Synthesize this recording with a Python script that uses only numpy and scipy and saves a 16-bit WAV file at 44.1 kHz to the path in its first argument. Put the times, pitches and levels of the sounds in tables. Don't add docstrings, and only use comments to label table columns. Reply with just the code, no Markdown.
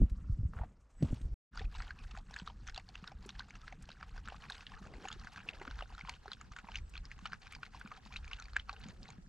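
import sys
import numpy as np
from scipy import signal
from scipy.io import wavfile
from scipy.ndimage import uniform_filter1d

SR = 44100
rng = np.random.default_rng(int(sys.argv[2]) if len(sys.argv) > 2 else 0)


def put_to_file(sound):
    columns = np.atleast_2d(sound).T
    safe = np.clip(columns, -1, 1)
    whole_steps = np.round(safe * 32767)
    wavfile.write(sys.argv[1], SR, whole_steps.astype(np.int16))


N = 409468
CUT_S, BACK_S, FADE_S = 1.342, 1.511, 0.041
POCKET_LEAD = 882

# peak time in seconds, low ring in Hz, its level in dB,
# its decay in ms (played as 1.2 at least), high ring in Hz, its level in dB, tearing film in dB.
SMACKS = [(1.575, 1380.0, -40, 4.14, 4800, -41, -59), (1.595, 1870.0, -43.5, 3.2, 3450.0, -42, -49.5),
          (1.617, 777, -51, 7.8, 2230, -51, -62.5), (1.751, 1033, -44, 2, 2650, -51.5, -57.5),
          (1.785, 1645, -48.5, 1, 4730, -61.5, -54.5), (1.804, 1358, -36, 1.9, 2090, -60.5, -66),
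          (1.822, 1692, -41.5, 1.2, 4830, -47, -55.5), (1.908, 1563, -40.5, 3.93, 4330, -49.5, -65),
          (2.152, 1305, -39.5, 1.3, 2920.0, -76, -77.5), (2.166, 1490, -45, 3, 2500.0, -61.5, -60.5),
          (2.175, 787, -45.5, 3.8, 2490.0, -49.5, -52.5), (2.187, 855.4, -56.5, 9.5, 3960.0, -60.5, -54),
          (2.31, 853.6, -50.5, 1.3, 2380, -61.5, -53.5), (2.341, 1649, -42.5, 0.95, 3820, -44.5, -55),
          (2.364, 1659, -35, 3.06, 2460, -45.5, -47.5), (2.389, 1525, -48.5, 2.2, 4660, -42, -64.5),
          (2.399, 1490.0, -49, 4.2, 3200, -44.5, -63), (2.476, 1198, -39.5, 3.56, 3850, -39.5, -78),
          (2.501, 934.7, -47.5, 4.9, 3080.0, -51.5, -79.5), (2.67, 1606, -49.5, 1.8, 3500, -51.5, -50.5),
          (2.676, 1641, -47, 1.5, 2410.0, -53.5, -43.5), (2.687, 1570.0, -39.5, 1.1, 3300, -51, -59.5),
          (2.697, 1892, -46, 3.2, 3260, -49, -46.5), (2.746, 1543, -58.5, 1.8, 3930, -48, -44),
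          (2.762, 1331, -45, 2.4, 3440, -41, -56.5), (2.778, 777.5, -40, 3.85, 2810, -38, -43),
          (2.798, 2040, -53.5, 1.5, 2200, -51.5, -57), (2.89, 769, -57, 6.2, 4300, -52.5, -54.5),
          (2.955, 1537, -48, 1.95, 2770, -42.5, -55.5), (3.042, 1281, -43, 1.5, 2130, -72.5, -87.5),
          (3.077, 1481, -47.5, 7.5, 3840, -41.5, -45.5), (3.119, 770.7, -48, 5.3, 2260.0, -55.5, -60),
          (3.292, 1590.0, -41, 1.92, 3350, -41.5, -45), (3.305, 1450.0, -61, 3.2, 3800, -45.5, -67),
          (3.395, 988, -46.5, 3.5, 4140, -38, -61), (3.405, 1496, -41, 3.5, 3350, -58.5, -69),
          (3.507, 1937, -51, 2.2, 2350, -49.5, -58.5), (3.555, 1315, -50.5, 2.5, 2730, -51, -58),
          (3.68, 1639, -37.5, 1.25, 4200, -48.5, -60), (3.726, 710, -44, 3.35, 2200, -45, -60.5),
          (3.891, 739.2, -50, 1.8, 2680.0, -46, -54), (3.904, 1540, -49, 1.7, 3150, -56.5, -55),
          (3.917, 1506, -61, 3.3, 3900.0, -43, -61.5), (4.011, 1626, -45.5, 1.9, 2360.0, -57, -68),
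          (4.029, 1323, -39.5, 3.5, 2264, -47, -58), (4.179, 1484, -40.5, 2.14, 4895, -49.5, -70),
          (4.276, 1426, -38, 1.4, 3820, -53, -62), (4.286, 1467, -36.5, 0.8, 2760, -63.5, -49.5),
          (4.301, 1538, -55.5, 2.3, 2760, -47, -64), (4.323, 803, -43.5, 1.72, 2750.0, -62.5, -74.5),
          (4.345, 1093, -43, 2.2, 3090.0, -62, -70), (4.44, 1113, -57.5, 2.2, 2430, -48, -61.5),
          (4.5, 1560.0, -42, 4.61, 4010, -40, -64), (4.522, 1800, -53, 1.5, 3730, -39.5, -67.5),
          (4.551, 1095, -54, 1.9, 3970, -49.5, -70), (4.581, 2111, -53.5, 1.5, 2900, -49, -57),
          (4.609, 1560, -51.5, 2.1, 2520, -50, -60), (4.668, 1860.0, -46.5, 1.3, 3020, -42, -74),
          (4.72, 1092, -46, 2.6, 2950, -54, -66.5), (4.74, 1790.0, -48.5, 4.4, 2170, -78.5, -73),
          (4.939, 761, -51, 2.56, 1980, -48, -70), (5.054, 791.3, -41, 3.9, 2480, -43, -57.5),
          (5.075, 1609, -50, 1.4, 2870, -58.5, -74), (5.086, 1495, -45, 2, 2940, -38.5, -39.5),
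          (5.104, 1378, -41.5, 1.8, 2680, -63, -73), (5.116, 1359, -43.5, 3.3, 3260, -40.5, -57),
          (5.128, 1670, -49, 1.8, 3450, -41, -46), (5.272, 1541, -40, 2.78, 2000, -66.5, -61.5),
          (5.344, 1154, -48.5, 1.6, 2210.0, -58.5, -77), (5.361, 1570.0, -45.5, 2.4, 4300, -56, -57.5),
          (5.38, 1300.0, -43.5, 3.64, 2450, -52, -60.5), (5.391, 1441, -52, 3.4, 2500, -50.5, -72),
          (5.404, 1550.0, -53.5, 4.9, 2320, -51, -70.5), (5.489, 1546, -42.5, 1, 2610, -29.5, -64.5),
          (5.535, 804, -65, 2.2, 2768, -48, -67), (5.599, 1476, -56.5, 6.9, 2810, -51.5, -66),
          (5.617, 797, -43.5, 6.1, 1988, -45, -64), (5.653, 1166, -43, 2.2, 2900.0, -59.5, -74.5),
          (5.678, 1430.0, -37, 2.52, 5060.0, -58.5, -69.5), (5.712, 1469, -39.5, 1.5, 4040, -48, -62),
          (5.791, 1463, -38.5, 1.3, 3700, -49, -67.5), (5.809, 1234, -37.5, 2.08, 3240.0, -49, -70.5),
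          (5.824, 777.6, -38.5, 1.98, 2830, -41.5, -69.5), (5.926, 797, -49.5, 2.3, 2640.0, -55, -69),
          (5.95, 1371, -46.5, 2.8, 3960.0, -53.5, -59.5), (5.981, 1374, -47.5, 3.1, 3280.0, -49.5, -54.5),
          (5.993, 1439, -46.5, 2.6, 2500.0, -58, -63), (6.011, 2055, -43.5, 0.78, 2330.0, -40.5, -69),
          (6.051, 1068, -46, 2.6, 2260, -51, -82), (6.075, 1359, -45.5, 2.7, 3050, -47.5, -66),
          (6.095, 1051, -39, 3.7, 2130, -35.5, -34), (6.139, 1002, -51.5, 2.3, 2970, -47.5, -63),
          (6.259, 800.8, -42, 1.8, 4020, -64.5, -75), (6.281, 1355, -41, 1.15, 4100, -51.5, -57.5),
          (6.318, 1432, -41.5, 2.03, 4020, -37, -63), (6.333, 1560, -69, 9.1, 3270.0, -37.5, -43),
          (6.413, 1261, -44.5, 2.67, 2140.0, -53, -50), (6.52, 1240, -49, 6.4, 2370, -66, -54.5),
          (6.565, 1509, -40.5, 3.35, 3150.0, -54, -53.5), (6.588, 1467, -44.5, 4.3, 2333, -47, -51.5),
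          (6.645, 1042, -47, 1.7, 2070, -61.5, -79.5), (6.671, 1083, -51.5, 1.2, 2120, -68.5, -81),
          (6.688, 884.6, -43.5, 6.5, 2060.0, -47, -83), (6.719, 1436, -50, 2, 3040, -47, -56),
          (6.746, 1495, -45, 1.7, 2370, -42.5, -59), (6.757, 1590, -44, 2.04, 2850, -31.5, -44),
          (6.773, 1697, -69, 1.5, 4900, -43, -52.5), (6.786, 2050.0, -48, 2.2, 2323, -48, -53),
          (6.939, 1541, -52, 1.9, 2650, -51.5, -61.5), (6.955, 1545, -48.5, 4.2, 2380.0, -42.5, -64.5),
          (6.968, 1241, -50.5, 3.4, 3410.0, -45.5, -71), (6.978, 1580.0, -53.5, 2.0, 2450, -43.5, -48),
          (7.054, 1457, -68.5, 2.3, 4950, -45.5, -56.5), (7.116, 1920.0, -45, 4.6, 2280, -46, -55.5),
          (7.191, 1142, -53.5, 2.7, 2723, -58, -54), (7.257, 1282, -37.5, 2.88, 3000, -37.5, -48),
          (7.262, 1386, -38.5, 3.94, 2300, -41, -49), (7.273, 1380, -51.5, 2.3, 3000, -52, -53.5),
          (7.322, 1555, -40.5, 1.84, 3000, -54, -60), (7.333, 1503, -29.5, 0.913, 5000.0, -44.5, -52),
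          (7.47, 1546, -53, 2.9, 2400.0, -46, -56), (7.525, 2066, -54, 2.3, 2363, -45.5, -56.5),
          (7.535, 1424, -51, 1.94, 2340, -46.5, -64.5), (7.551, 1537, -50.5, 3.2, 2400, -43, -47),
          (7.632, 1452, -36.5, 2.27, 2420, -40, -58.5), (7.665, 1288, -47.5, 1.3, 2100, -53.5, -60),
          (7.748, 1011, -44, 2.67, 2526, -60, -60.5), (7.814, 1525, -42, 3.2, 2360, -56.5, -69),
          (7.861, 1307, -48.5, 1.4, 2430.0, -57, -83.5), (7.876, 1292, -55, 2.2, 2330, -50.5, -60),
          (7.917, 1194, -41.5, 6.8, 2180, -51, -68), (7.979, 796.7, -56.5, 5.45, 3220, -59, -77),
          (8.124, 1278, -53.5, 2.1, 2400, -48.5, -65), (8.14, 1386, -51.5, 6.4, 2360, -44, -56),
          (8.1611, 1476, -48, 2, 2450, -37, -66.5), (8.1665, 1265, -59, 1.9, 3890, -36.5, -59.5),
          (8.245, 1565, -49, 1.4, 2420, -51.5, -64), (8.279, 1233, -62, 8.8, 2334, -45, -54.5),
          (8.314, 1448, -49, 7.7, 2230, -41.5, -55), (8.333, 1177, -47.5, 3.5, 2780, -35, -53),
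          (8.4, 1316, -48.5, 2.9, 4260, -50, -44), (8.424, 1386, -52, 2.2, 2470, -47.5, -46),
          (8.456, 2300, -53, 2, 4420, -53.5, -65.5), (8.534, 1369, -48.5, 1.74, 4440, -50, -61.5),
          (8.566, 1610.0, -23, 2.19, 2430, -34, -39.5), (8.598, 1870, -42, 1.24, 3150, -37.5, -74),
          (8.695, 1171, -37, 5.77, 2380, -41.5, -49), (8.73, 815, -47, 6.05, 4170, -46.5, -58.5),
          (8.765, 1499, -53.5, 4.1, 2795, -50, -78.5), (8.886, 1239, -52.5, 1.7, 2190.0, -53.5, -51.5),
          (9.031, 1030.0, -71, 2.2, 4790.0, -45.5, -59.5), (9.055, 2088, -57, 1.7, 2120, -52.5, -63),
          (9.089, 902, -47, 2.6, 3720, -59.5, -57), (9.104, 1153, -57, 4.5, 2200.0, -52, -50)]
def smacks():
    out = np.zeros(N)
    for s, low_hz, low_db, low_ms, high_hz, high_db, film_db in SMACKS:
        low, _ = pocket(low_hz, low_ms / 1000, rough=0.36)
        high, envelope = pocket(high_hz, ring_s(high_hz), rough=0.3)
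        smack = from_db(low_db) * low + from_db(high_db) * high + from_db(film_db) * tear(envelope)
        add(out, s - POCKET_LEAD / SR, smack)
    return out


def pocket(hz, decay_s, rough):
    t = np.arange(-POCKET_LEAD, 1323) / SR
    decay_s = np.clip(decay_s, .0012, .02)
    rise_s = .0004 + .27 * decay_s
    envelope = np.where(t < 0, np.exp(-(t / rise_s) ** 2), np.exp(-np.abs(t / decay_s) ** 1.15))
    slide = rng.normal(.01, .035) * np.clip(t / decay_s, -1, 3)
    tone = np.sin(2 * np.pi * (np.cumsum(hz * (1 + slide)) / SR + rng.random()))
    churn = noise(hz / 1.405, hz * 1.267, len(t))
    ragged = rms_one(uniform_filter1d(rng.standard_normal(len(t)), size=130)) ** 2
    skirt = np.where(t < 0, 0.8 * np.exp(t / 0.007), np.exp(-t / 0.012))
    squelch = from_db(-20) * np.minimum(ragged, 2.5) * skirt
    return envelope * (tone + rough * churn) + squelch * churn, envelope + squelch / 2


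def ring_s(hz):
    return 0.0006 + 3.2 / hz


def tear(envelope):
    hz = rng.uniform(3669, 7212)
    white = rng.standard_normal(len(envelope))
    return envelope * rms_one(band(white, hz / 1.06, hz * 1.07) + from_db(-11) * band(white, 2650, 6860))


# start in seconds, length in seconds, splash level in dB.
LAPS = [(1.549, 0.074, -56.5), (1.73, 0.159, -55.5), (1.984, 0.1935, -58), (2.293, 0.189, -59),
        (2.627, 0.168, -61), (2.881, 0.2177, -60), (3.211, 0.2345, -60), (3.483, 0.24, -61),
        (3.831, 0.1936, -61.5), (4.084, 0.312, -58.5), (4.419, 0.192, -54.5), (4.667, 0.2998, -58),
        (5.007, 0.1211, -55), (5.191, 0.2456, -56.5), (5.456, 0.1223, -56), (5.593, 0.1726, -57.5),
        (5.761, 0.247, -58), (6.043, 0.1176, -60), (6.23, 0.216, -61), (6.504, 0.27, -61.5),
        (6.912, 0.082, -62), (7.037, 0.313, -61.5), (7.436, 0.246, -60.5), (7.734, 0.238, -59),
        (8.048, 0.1415, -58), (8.236, 0.258, -61), (8.679, 0.184, -60.5), (8.877, 0.0517, -58.5),
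        (9.026, 0.143, -61.5)]
def splash():
    rise_s, fall_s, still_db = 0.0438, 0.04, -69
    t, out = np.arange(N) / SR, np.full(N, from_db(still_db))
    for s, length_s, level_db in LAPS:
        i, j = round((s - .1) * SR), round((s + length_s + .3) * SR)
        swell = np.minimum((t[i:j] - s) / rise_s, 0)
        settle = np.minimum((s + length_s - t[i:j]) / fall_s, 0)
        out[i:j] = np.maximum(out[i:j], from_db(level_db) * np.exp(swell + settle))
    return out * (t > CUT_S)


def drips(stirred):
    per_s, low_hz, high_hz = 30, 937.3, 5000
    out = np.zeros(N)
    for start, length_s, _ in LAPS:
        draws = rng.random((12, 4))
        falls = draws[:, 3] < per_s * length_s / len(draws)
        for place, pitch, size, _ in draws[falls]:
            s, hz = start + place * length_s, low_hz * (high_hz / low_hz) ** pitch
            ring, envelope = pocket(hz, 1.23 * ring_s(hz), rough=0.7)
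            gain = stirred[round(s * SR)] * from_db(-3 + 7 * size)
            add(out, s - POCKET_LEAD / SR, gain * (ring + from_db(-8) * tear(envelope)))
    return out


# start in seconds, length in seconds,
# first pitch in Hz, last pitch in Hz, level in dB.
GURGLES_AND_PLINKS = [(1.651, 0.01, 2550, 2450, -57), (1.996, 0.029, 2690, 2200, -62.5),
                      (3.626, 0.03, 1258, 1344, -58), (4.759, 0.0346, 1158, 1556, -57),
                      (6.082, 0.0157, 966.7, 1115, -43), (7.904, .025, 1204, 984, -53.5),
                      (8.099, 0.0315, 770, 1490, -58.5), (8.3, 0.0438, 1032, 1211, -57.5),
                      (8.375, 0.052, 1591, 1263, -54.5)]
def gurgles_and_plinks():
    out = np.zeros(N)
    for s, length_s, from_hz, to_hz, level_db in GURGLES_AND_PLINKS:
        size = round(length_s * SR)
        flutter = 1 + 0.61 * noise(40, 220, 4410)[-size:]
        tone = np.sin(2 * np.pi * np.cumsum(np.geomspace(from_hz, to_hz, size)) / SR)
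        add(out, s, from_db(level_db) * np.hanning(size) ** 0.53 * flutter * tone)
    return out


# drop pitch in Hz, relative level in dB.
DROPS = [(240, -39), (400, 4.5), (598, -19.5), (781, -1.5), (1080, -4), (1600, 1), (2020, -10), (2730, -11),
         (4730, -13.5), (14000, -26.5)]
def spray(smacking, stirred):
    smack_envelope = uniform_filter1d(uniform_filter1d(np.abs(smacking), size=1100), size=1100)
    agitation = rms_one(np.sqrt(smack_envelope + 1e-9))
    drops = rms_one(sum(grains(per_s=2600, cycles=14, spread_db=4, spectrum=DROPS)))
    wash = from_db(-17 + 8.65 * drift(30)) * noise(800, 4300)
    return stirred * (0.523 + 0.235 * agitation) * (from_db(-3.5) * drops + wash)


# centre in Hz, width in Hz, relative level in dB.
BOWL = [(763, 67.2, 8), (1590, 110, -2.5), (2640, 410, 2), (4377, 370, 3.5)]
def bowl(x, wet_db):
    out = x.copy()
    for hz, width_hz, level_db in BOWL:
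        r = np.exp(-np.pi * width_hz / SR)
        ring = signal.lfilter([1 - r, 0, r - 1], [1, -2 * r * np.cos(2 * np.pi * hz / SR), r * r], x)
        out += from_db(wet_db + level_db) * ring
    return out


# start in seconds, peak level in dB, pitch in Hz.
GLUGS = [(1.607, -46, 439), (2.138, -48, 187.4), (2.419, -41.5, 173.4), (3.026, -44.5, 174.5),
         (3.258, -47, 382.6), (4.816, -45, 155.6), (4.98, -49.5, 280.5), (5.023, -51, 172.5),
         (5.161, -52, 362), (5.613, -43.5, 370.5), (5.677, -44.5, 264), (6.035, -46, 165.6),
         (6.279, -49, 399), (6.639, -48, 198.1), (7.225, -47.5, 184), (7.849, -42.5, 205.9),
         (8.062, -50.5, 196.3), (8.857, -43, 199.5), (9.183, -43, 176.8)]
def glugs():
    notes = [(s, peak_db, hz, 0.0214 + 7.53 / hz) for s, peak_db, hz in GLUGS]
    return thuds(notes, rise_s=0.000965, glide=0.036)


# start in seconds, length in seconds, level in dB.
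SLOSHES = [(4.821, 0.241, -63.5), (5.437, 0.256, -64.5), (8.854, 0.2062, -69)]
def sloshes():
    t, envelope, edge_s = np.arange(N) / SR, np.zeros(N), 0.0111
    for s, length_s, level_db in SLOSHES:
        envelope += from_db(level_db) * np.clip(np.minimum(t - s, s + length_s - t) / edge_s + 1, 0, 1)
    return envelope * from_db(4.6 * drift(30)) * noise(159, 642)


# start in seconds, level in dB.
FLECKS = [(2.3092, -70), (2.3408, -67), (3.2614, -56), (3.3915, -66), (3.8239, -58), (4.5009, -56),
          (5.3327, -65.5), (6.0932, -57), (6.895, -63.5), (7.522, -56.5), (7.7948, -62.5), (8.797, -67)]
def flecks(stirred):
    out = from_db(-36.5 + 8.3 * np.tanh(drift(30))) * stirred * noise(5100, 12000)
    for s, level_db in FLECKS:
        add(out, s, from_db(level_db) * tick(5160, 8990, size=500, t60=0.0385))
    return out


# start in seconds, thump in dB, its pitch in Hz, shell ring in dB.
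THUMPS = [(0.004, -37.5, 32.24, -58), (0.015, -15, 46.3, -29), (0.038, -17.5, 65.3, -49.5),
          (0.116, -26, 54.4, -53.5), (0.296, -24, 99.9, -63.5), (0.321, -25.5, 38, -55.5),
          (0.387, -29.5, 123, -69.5), (0.405, -29.5, 108.3, -71.5), (0.43, -27, 53.3, -47.5),
          (0.451, -23.5, 86, -58), (0.562, -34, 72.7, -70.5), (0.608, -30, 63.1, -59.5),
          (1.007, -43.5, 238, -61.5), (1.024, -19.5, 177.8, -24), (1.042, -25.5, 92.7, -35),
          (1.105, -30.5, 33, -42.5), (1.125, -27, 128.5, -33.5), (1.209, -42.5, 118, -50),
          (1.25, -37, 97, -63), (1.311, -36.5, 44, -88), (3.149, -41.5, 65.4, -93), (6.51, -42, 55.08, -82)]
# pitch in Hz, relative level in dB, 60 dB decay in seconds.
SHELL = [(267.2, 0.5, 0.0466), (616, -12.5, 0.015)]
def thumps():
    pushes = [(s, thump_db, hz, 0.021 + 2.2 / hz) for s, thump_db, hz, _ in THUMPS]
    out = thuds(pushes, rise_s=.005, glide=-.3)
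    for hz, mode_db, t60 in SHELL:
        rings = [(s, shell_db + mode_db, hz, t60) for s, *_, shell_db in THUMPS]
        out += thuds(rings, rise_s=0.002, glide=-0.14)
    return out


# time in seconds, level in dB, treble against the lows in dB.
RUB = [(0.06, -88, -4), (0.52, -90, -10), (0.535, -64, -18), (0.638, -58, -20), (0.655, -70, -15),
       (0.84, -83, -24), (1.0, -74.5, -6.5), (1.046, -62, -6.5), (1.15, -67.5, -6.5), (1.33, -92, 2)]
# peak time in seconds, pitch in Hz, level in dB, decay in ms.
SLIPS = [(.536, 1350, -47, 1.5), (.568, 1400, -50, 2), (.577, 1350, -46, 3), (.589, 1500, -43, 2),
         (.597, 750, -48, 4), (.616, 900, -47, 7), (.636, 760, -42, 5)]
# start in seconds, level in dB.
TICKS = [(0.0977, -62), (1.026, -50), (1.143, -59), (1.2143, -60.5)]
def fingers():
    level_db, bright_db = in_time(RUB + [(1.35, -200, 0)])
    size = round(BACK_S * SR)
    skin_colour = [(450, 14), (1300, 6.5), (2500, -4.5), (7000, -27.5), (12000, -45)]   # Hz, dB
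    low, high = grains(per_s=5000, cycles=5, spread_db=3, spectrum=skin_colour, size=size)
    out = from_db(level_db)
    out[:size] *= rms_one(low) + from_db(bright_db[:size]) * rms_one(high)
    for s, hz, slip_db, decay_ms in SLIPS:
        squeak, _ = pocket(hz, decay_ms / 1000, rough=0.44)
        add(out, s - POCKET_LEAD / SR, from_db(slip_db) * squeak)
    for s, tick_db in TICKS:
        add(out, s, from_db(tick_db) * tick(660, 5800, size=400, t60=0.047))
    return out


# time in seconds, level in dB,
# upper band against the lower in dB.
RUMBLE = [
    [(0.03, -27, 2), (0.075, -42, -11), (0.2, -48.5, -17.5), (0.28, -48.5, -11), (0.36, -49, -5.5),
     (0.62, -46.5, -7), (0.7, -58.5, -7.5), (0.9, -70, -13)],
    [(0.93, -65, -32.5), (1.014, -49.5, 0), (1.33, -41, -26)],
    [(1.52, -57, -1.5), (1.65, -45.5, -18.5), (2.0, -52.5, -14.5), (3.05, -58, -9.5), (3.17, -55, -11),
     (5.43, -59, -4), (5.78, -51.5, -15), (6.3, -61.5, -3), (6.9, -50, -19), (7.2, -60.5, -4.5),
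     (8.6, -52, -16), (8.91, -59, 0), (9.28, -57, -7.5)],
]
def rumble():
    level_db, upper_db = in_time(np.vstack(RUMBLE))
    low = noise(21.96, 62.53) * from_db(6.68 * np.tanh(drift(6.03)))
    upper = noise(41, 221.5, order=4) * from_db(upper_db + 6.95 * np.tanh(drift(9.87)))
    return from_db(level_db) * (low + upper)


# start in seconds, end in seconds, pitch in Hz, level in dB.
BIRD_CALLS = [(0.949, 1.08, 7866, -70), (1.151, 1.266, 8250, -76.5), (1.73, 1.859, 7790, -72.5),
              (2.337, 2.446, 7790, -75), (4.488, 4.618, 7990, -77), (6.79, 6.965, 7780, -80.5)]
def bird():
    out, waver = np.zeros(N), 1 + 0.0027 * drift(40)
    for start, end, hz, level_db in BIRD_CALLS:
        i, j = round(start * SR), round(end * SR)
        whistle = np.sin(2 * np.pi * hz / SR * np.cumsum(waver[i:j]))
        out[i:j] += from_db(level_db) * np.hanning(j - i) ** 0.53 * whistle
    return out


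# frequency in Hz, relative level per Hz in dB.
AIR = [(88, -30), (150, 1), (568, -2.5), (774, -17), (1120, 3), (1520, -17.5), (2070, -2.5), (2560, -14),
       (3490, -20.5), (4840, -16.5), (6590, -11.5), (11100, -60), (15100, -78)]
def open_air(flicker_db):
    edges_hz = 130 * 2 ** np.arange(0, 7.1, .5)
    out, white = np.zeros(N), rng.standard_normal((2, N))
    for k, (low, high) in enumerate(zip(edges_hz, edges_hz[1:])):
        level_db = at_hz(AIR, np.sqrt(low * high)) + flicker_db * drift(26)
        out += from_db(level_db) * band(white[k % 2], low, high)
    return from_db(-71.5) * rms_one(out)


# time in seconds, gain in dB.
BED_RIDE = [(0, 0), (.62, -2.5), (.72, -7.5), (.93, -8), (1.05, 10.5), (1.34, -3)]
def bed(leaves):
    ride_db, = in_time(BED_RIDE)
    hiss = from_db(-100) * band(rng.standard_normal(N), 7200, 15000)
    return from_db(ride_db) * (leaves + hiss)


# time in seconds, side gain in dB.
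WIDTH = [(0, -43.5), (3.8, -43.5), (3.95, -26), (5.2, -10.5), (9.28, -7)]
def stereo_side(mid, leaves, wind):
    side_db, = in_time(WIDTH)
    gradient = np.gradient(uniform_filter1d(mid, size=5))
    slope = -from_db(8.5) * gradient + from_db(-12.5) * band(mid, 1600, 3500)
    scatter = from_db(-12) * np.roll(band(mid, 660, 5700), shift=310)
    own_air = from_db(7.5) * band(np.roll(leaves, shift=N // 2), 100, 7000)
    own_wind = from_db(-7) * np.roll(wind, shift=N // 3)
    return from_db(side_db) * (slope + scatter + own_air + own_wind)


def grains(per_s, cycles, spread_db, spectrum, size=N):
    strengths = from_db(spread_db * np.minimum(rng.exponential(1, size), 4)) * rng.choice([-1, 1], size)
    born = rng.random(size) < per_s * from_db(4.5 * drift(40)[:size]) / SR
    pitch_index, low, high = rng.integers(0, 26, size), 0, 0
    for k, hz in enumerate(np.geomspace(450, 12000, 26)):
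        r, w = from_db(-60 * hz / cycles / SR), 2 * np.pi * hz / SR
        resonator = [0.995, 0.0092, -1.277, 1, -2 * r * np.cos(w), r * r]
        kicks = strengths * born * (pitch_index == k) + 1e-18
        ring = rms_one(signal.sosfilt([resonator] * 2, kicks))
        ring *= np.sqrt(hz) * from_db(at_hz(spectrum, hz))
        low, high = (low + ring, high) if hz < 2500 else (low, high + ring)
    return low, high


def thuds(events, rise_s, glide):
    out = np.zeros(N)
    for s, peak_db, hz, t60 in events:
        t = np.arange(int(t60 * SR)) / SR
        envelope = (1 - np.exp(-t / rise_s)) ** 2 * from_db(-60 * t / t60)
        tone = np.sin(2 * np.pi * hz * t * (1 + glide * t / t60))
        add(out, s, from_db(peak_db) * envelope / envelope.max() * tone)
    return out


def tick(low_hz, high_hz, size, t60):
    return noise(low_hz, high_hz, size) * from_db(-60 * np.arange(size) / SR / t60)


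def noise(low_hz, high_hz, size=N, order=2):
    return rms_one(band(rng.standard_normal(size), low_hz, high_hz, order))


def drift(rate_hz):
    r = np.exp(-80 * np.pi * rate_hz / SR)
    slow = signal.lfilter([1], [1, -2 * r, r * r], rng.standard_normal(N // 40 + 2002))[2000:]
    return np.interp(np.arange(N) / 40, np.arange(len(slow)), rms_one(slow))


def band(x, low_hz, high_hz, order=2):
    return signal.sosfilt(signal.butter(order, [low_hz, high_hz], "band", fs=SR, output="sos"), x)


def in_time(rows):
    s, *columns = np.transpose(rows)
    return [np.interp(np.arange(N) / SR, s, column) for column in columns]


def at_hz(points, hz):
    points_hz, points_db = np.transpose(points)
    return np.interp(np.log(hz), np.log(points_hz), points_db)


def add(out, s, x):
    i = max(round(s * SR), 0)
    out[i:i + len(x)] += x[:len(out) - i]


def from_db(db):
    return 10 ** (np.asarray(db) / 20)


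def rms_one(x):
    return x / np.sqrt(np.mean(x ** 2) + 1e-20)


def scene():
    stirred = splash()
    smacking = smacks() + drips(stirred) + gurgles_and_plinks()
    lapping = smacking + spray(smacking, stirred)
    softened = band(lapping, 220, 6700, order=3)
    water = bowl(softened, wet_db=-13.5) + glugs()
    leaves = open_air(flicker_db=4)
    mid = water + sloshes() + flecks(stirred) + bed(leaves) + bird() + fingers()
    wind = rumble()
    return mid + wind + thumps() + stereo_side(mid, leaves, wind) * [[1], [-1]]


def record(dry):
    t = np.arange(N) / SR
    gate = np.where(t < CUT_S, 1, np.clip((t - BACK_S) / FADE_S, 0, 1))
    return signal.sosfilt(signal.cheby2(12, 70, 16200, fs=SR, output="sos"), dry * gate)


dry = scene()
out = record(dry)
put_to_file(out)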